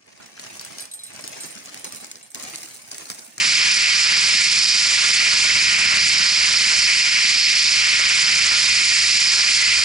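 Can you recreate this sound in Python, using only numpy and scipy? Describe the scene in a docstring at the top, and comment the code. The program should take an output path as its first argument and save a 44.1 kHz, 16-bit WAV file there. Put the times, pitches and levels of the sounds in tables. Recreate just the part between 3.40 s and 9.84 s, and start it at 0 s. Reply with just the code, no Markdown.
"""On a grass field, a helicopter stands some way off with its turbines running and rotors turning.
The engines hiss in two broad humps over an exhaust roar, with faint gear and compressor whines.
Four main blades throb, each pushing out a low pulse; the tail rotor hums and a faint wind rumbles.
Moving air makes the hiss swell and its top flutter; the camera's gain control then pushes
the lower sounds down."""
import sys
import numpy as np
from scipy.fft import rfft, irfft
from scipy.io import wavfile
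from scipy.ndimage import uniform_filter1d, minimum_filter1d

SR = 44100
rng = np.random.default_rng(int(sys.argv[2]) if len(sys.argv) > 2 else 0)


def to_wav(s):
    """Save 16-bit WAV."""
    ch = np.atleast_2d(s).T  # columns
    pcm = np.round(np.clip(ch, -1, 1) * 32767)  # PCM
    wavfile.write(sys.argv[1], SR, pcm.astype(np.int16))


N = 284004
TIME = np.arange(N) / SR
FREQS = np.maximum(np.fft.rfftfreq(N, 1 / SR), 1)
BLADES, BLADE_HZ, FIRST_BLADE_S = 4, 17.265, 0.02091   # main rotor; BLADE_HZ counts blade passes


def from_db(db):
    """Decibels to gain."""
    return 10 ** (np.asarray(db) / 20)


def in_time(points):
    """Read an automation curve sample by sample."""
    time_s, value = np.transpose(points)
    return np.interp(TIME, time_s, value)


def at_hz(points, hz=FREQS):
    """Read a curve along a log-frequency axis."""
    freq_hz, value = np.transpose(points)
    return np.interp(np.log(hz), np.log(freq_hz), value)


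def drift(rate_hz):
    """Smooth random modulation with spread 1, mostly slower than rate_hz."""
    slow = irfft(rfft(rng.standard_normal(N)) / (1 + (FREQS / rate_hz) ** 2), N)
    return (slow - slow.mean()) / slow.std()


# Phase between the two microphone ports: freq_hz, left_lead_rad
PORT_PHASE = [(40, -.2), (220, -.7), (370, -1.5), (480, -1.3), (540, -2.3), (1500, -1.9), (1700, -.9),
              (2150, -.7), (2400, -1.25), (4500, -.65), (6300, -.65), (6800, .45), (9000, .2), (10000, 0)]
# Pan across the spectrum: freq_hz, left_minus_right_db
PORT_BALANCE = [(80, -1), (700, -.5), (1050, -4), (1450, -2.5), (1750, -2), (2200, 0.5), (2600, -1.5),
                (3300, -2), (4100, -3.5), (5200, -3.5), (6000, -5), (6600, -5.5), (7400, -3.5), (8200, 0),
                (11000, 0)]
def ports(hz):
    """Complex gain of the left and right microphone port for sound from the helicopter."""
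    left = from_db(at_hz(PORT_BALANCE, hz) / 2) * np.exp(.5j * at_hz(PORT_PHASE, hz))
    return np.array([left, 1 / left])


# How alike left and right are, from 0 (wide) to 1 (narrow): freq_hz, coherence
STEREO_COHERENCE = [(30, .4), (75, 0.77), (220, 0.61), (340, .35), (480, 0.72), (600, 0.68), (1900, 0.5),
                    (2500, 0.84), (3500, 0.76), (5100, 0.95), (5900, 0.68), (6450, .33), (7100, 0.78),
                    (9200, 0.65), (10200, 1)]
def air_noise(colour):
    """Stereo turbulence of a given colour, partly scattered on its way; the centre has rms 1."""
    alike = np.sqrt(np.clip(at_hz(STEREO_COHERENCE), 0, .99))
    direct, scattered = rfft(rng.standard_normal((2, N)))
    pair = np.sqrt(1 + alike) * direct + np.sqrt(1 - alike) * scattered * [[1], [-1]]
    noise = irfft(pair * colour * ports(FREQS), N)
    return noise / noise.mean(axis=0).std()


# Broad EQ of the turbine noise: freq_hz, relative_db
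JET_EQ = [(200, -81), (450, -75), (900, -68.5), (1300, -62), (1700, -58), (2200, -52), (3400, -55),
          (4100, -55), (5200, -51.5), (6400, -60.5), (7200, -60), (8100, -65), (9500, -71.5), (11000, -78)]
# Bell boosts and cuts on that EQ: centre_hz, width_hz, gain_db
JET_BELLS = [(499, 35, -6), (666, 73, 5), (730, 63, -5.5), (1416, 57, 3.5), (1576, 30, -2), (2046, 310, 3),
             (2485, 260, 3), (4364, 54, 6), (4695, 215, 4), (5140, 290, 5), (5930, 170, 3.5),
             (7000, 440, 0.5), (8800, 100, 2)]
def jet_band(low_hz, high_hz):
    """One steep-sided band of the turbine noise, brought to rms 1 in the centre."""
    bells_db = sum(db * np.exp(-((FREQS - hz) / width) ** 2) for hz, width, db in JET_BELLS)
    band_power = 1 / (1 + (low_hz / FREQS) ** 24) / (1 + (FREQS / high_hz) ** 24)
    return air_noise(from_db(at_hz(JET_EQ) + bells_db) * np.sqrt(band_power))


# How strongly moving air carries the hiss across the field: time_s, gain_db (at share 1)
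AIR_SWELL = [(0.0, -2), (0.85, -0.5), (1.03, 2), (1.45, 1), (1.62, -0.5), (2.76, -1.5), (2.92, 1.5),
             (3.2, -0.5), (3.6, 1), (3.75, -1.6), (3.9, 1.5), (4.24, 3), (4.62, -3.5), (4.8, 0.7),
             (5.06, -1), (5.24, 0), (5.88, 2), (6.44, -0.5)]
def carried(share, eddy_db, eddy_hz=3.2):
    """Gain of a layer in moving air: its share of the common swell, plus eddies of its own."""
    return from_db(share * in_time(AIR_SWELL) + eddy_db * drift(eddy_hz))


def chop(blade_db, turn_db, flutter_db, flutter_hz, lag_s):
    """Tremolo from each blade and each rotor turn, with flutter from the downwash; rms 1."""
    blade_phase = 2 * np.pi * BLADE_HZ * (TIME - FIRST_BLADE_S)
    blade = np.cos(blade_phase - 2 * np.pi * BLADE_HZ * lag_s)
    turn = np.cos(blade_phase / BLADES)
    gain = from_db(blade_db * blade + turn_db * turn + flutter_db * drift(flutter_hz))
    return gain / np.sqrt(np.mean(gain ** 2))


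# Fader ride of the exhaust roar: time_s, level_db
ROAR_FADER = [(0.0, -38), (0.9, -36), (2.2, -35), (3.6, -35), (4.1, -37.5), (4.45, -35), (5.1, -35.5),
              (5.8, -35.5), (6.44, -35)]
# Fader ride of the sizzle on top of the hiss: time_s, level_db
SIZZLE_FADER = [(0.0, -27.5), (0.55, -28.5), (1.0, -26.5), (2.9, -28.5), (3.68, -26.5), (4.0, -29),
                (5.55, -26.5), (5.75, -26.5), (6.44, -26.5)]
# Brief flares of the sizzle, and one dip: centre_s, gain_db
SIZZLE_FLARES = [(1.535, 1.5), (1.74, 5), (1.995, 3), (2.683, 3), (4.985, 2.5), (5.06, 1.5), (5.228, 1),
                 (5.55, 7), (5.93, -1), (6.16, 3)]
def turbines(lower_db=-23.5, between_db=-29.5, upper_db=-20.5, flare_s=0.02, seesaw_db=0.5):
    """Exhaust roar, two humps of hiss and a fluttering sizzle on top; the high bands swell most."""
    seesaw = from_db(seesaw_db * drift(rate_hz=6.8))   # the hiss swirls: one hump up, the other down
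    roar = jet_band(247, 1690) * carried(share=0.0, eddy_db=1.17)
    roar *= chop(blade_db=1.5, turn_db=0.5, flutter_db=0.84, flutter_hz=25.4, lag_s=0.002)
    lower_hiss = jet_band(1740, 3130) * carried(share=0.34, eddy_db=1.08)
    lower_hiss *= chop(blade_db=0.2, turn_db=0.77, flutter_db=0.68, flutter_hz=22, lag_s=-0.00073)
    between = jet_band(2990, 4170) * carried(share=0.55, eddy_db=1.05)
    upper_hiss = jet_band(3870, 5910) * carried(share=1.42, eddy_db=-0.03)
    upper_hiss *= chop(blade_db=-0.3, turn_db=0.1, flutter_db=0.35, flutter_hz=18, lag_s=-0.012)
    sizzle = jet_band(6290, 17500) * carried(share=0.9, eddy_db=0.12)
    sizzle *= chop(blade_db=0.8, turn_db=-0.3, flutter_db=1.53, flutter_hz=45.3, lag_s=-0.0023)
    flare_db = sum(db * np.exp(-((TIME - s) / flare_s) ** 2) for s, db in SIZZLE_FLARES)
    return (from_db(in_time(ROAR_FADER)) * roar
            + from_db(lower_db) * lower_hiss / seesaw
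            + from_db(between_db) * between
            + from_db(upper_db) * upper_hiss * seesaw
            + from_db(in_time(SIZZLE_FADER) + flare_db) * sizzle)


def shaft_tone(hz, wander_hz, waver_db):
    """The tone of a spinning shaft, its pitch and level wavering in the moving air; rms about 1."""
    phase = 2 * np.pi * np.cumsum(hz + wander_hz * drift(rate_hz=6.2)) / SR
    stereo_sine = np.real(ports(hz)[:, None] * np.exp(1j * phase))
    return np.sqrt(2) * from_db(waver_db * drift(rate_hz=0.75)) * stereo_sine


# Gear and compressor tones: pitch_hz, level_db
WHINE_TONES = [(1055, -52), (2406, -37.5), (2476, -36), (3163, -42.5)]
def whines():
    """Thin tones of the gears and compressors, half buried in the hiss."""
    swell = carried(share=0.68, eddy_db=2.5)
    tones = sum(from_db(db) * shaft_tone(hz, wander_hz=3.89, waver_db=0.5) for hz, db in WHINE_TONES)
    return swell * tones


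# EQ of the air a blade pushes aside: freq_hz, relative_db
THUMP_EQ = [(15, -24), (35, -13), (60, -8), (110, -5), (165, 0), (215, -3), (300, -7), (420, -13.5),
            (600, -32)]
# Fader ride of the main rotor's thumping: time_s, gain_db
THUMP_FADER = [(0.0, 3.5), (0.6, -5), (0.8, -0.5), (1.2, 2.5), (1.6, -1), (2.6, 5), (2.85, 0), (4.3, -0.5),
               (4.6, -4.5), (4.9, 1.5), (6.44, -0.5)]
def main_rotor(slap_db=-53.0, wash_db=-51.5, uneven_db=2.5, jitter_s=0.00014, smear_s=0.016):
    """Each blade sends one low pressure pulse through a fluttering wash of turbulence."""
    pass_s = np.arange(FIRST_BLADE_S, N / SR, 1 / BLADE_HZ)
    late, strength = rng.standard_normal((len(pass_s), 2)).T
    pass_samples = ((pass_s + jitter_s * late) * SR).astype(int)
    pulses = np.zeros(N)
    pulses[np.clip(pass_samples, 0, N - 1)] = from_db(uneven_db * strength)
    # the trees round the field smear each pulse into a short tail
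    smear = rng.standard_normal(N) * np.exp(-TIME / smear_s)
    smear_allpass = np.exp(1j * np.angle(rfft(smear)))
    colour = from_db(at_hz(THUMP_EQ))
    slaps = irfft(rfft(pulses) * smear_allpass * colour * ports(FREQS), N)
    wash = air_noise(colour) * chop(blade_db=0.0, turn_db=0.5, flutter_db=1.0, flutter_hz=30, lag_s=.004)
    thumping = from_db(slap_db) * slaps / slaps.std() + from_db(wash_db) * wash
    return from_db(in_time(THUMP_FADER)) * thumping


# Fader ride of the tail rotor's fundamental: time_s, gain_db
HUM_FADER = [(0.0, -4.5), (1.3, -1.5), (2.4, 3.5), (3.7, 1), (4.6, 0), (5.5, 1.5), (6.44, 4)]
def tail_rotor(pitch_hz=80.0, hum_db=-54.3, octave_db=-60.0):
    """The blade note of the tail rotor and its octave, throbbing with the main rotor."""
    hum = from_db(hum_db + in_time(HUM_FADER)) * shaft_tone(pitch_hz, wander_hz=1.0, waver_db=-1.3)
    octave = from_db(octave_db) * shaft_tone(2 * pitch_hz, wander_hz=1.68, waver_db=3.0)
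    return (hum + octave) * chop(blade_db=1.0, turn_db=0.5, flutter_db=2.2, flutter_hz=12, lag_s=0.0)


def breeze(level_db=-66.0, corner_hz=45.0, gust_db=6.0):
    """A faint, gusty rumble of wind, separate at each microphone port."""
    rumble = irfft(rfft(rng.standard_normal((2, N))) / (1 + (FREQS / corner_hz) ** 2), N)
    return from_db(level_db + gust_db * drift(rate_hz=2)) * rumble / rumble.std()


def scene():
    """The helicopter and the air round the listener."""
    return turbines() + whines() + main_rotor() + tail_rotor() + breeze()


def gain_control(x, target_db=-15.5, window_s=0.05, strength=0.87):
    """The gain rides the mix towards a target level, so the bass sinks whenever the hiss swells."""
    power = uniform_filter1d(np.mean(x ** 2, axis=0), int(window_s * SR))
    level_db = 10 * np.log10(power + 1e-12)
    return x * from_db(strength * (target_db - level_db))


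def limiter(x, ceiling_db=-5.0, release_db_per_s=150.0, smooth_samples=45):
    """The gain ducks at each peak over the ceiling and slides back."""
    peak_db = 20 * np.log10(np.abs(x).max(axis=0) + 1e-9)
    over_db = np.maximum(peak_db - ceiling_db, 0)
    release_db = release_db_per_s * TIME
    duck_db = np.maximum.accumulate(over_db + release_db) - release_db
    held_gain_db = minimum_filter1d(-duck_db, smooth_samples)
    return x * from_db(uniform_filter1d(held_gain_db, smooth_samples))


def record(dry, cutoff_hz=11070):
    """The camera evens out the level, holds down the peaks and cuts the top steeply."""
    levelled = limiter(gain_control(dry))
    return irfft(rfft(levelled) / np.sqrt(1 + (FREQS / cutoff_hz) ** 700), N)


dry = scene()
out = record(dry)
to_wav(out)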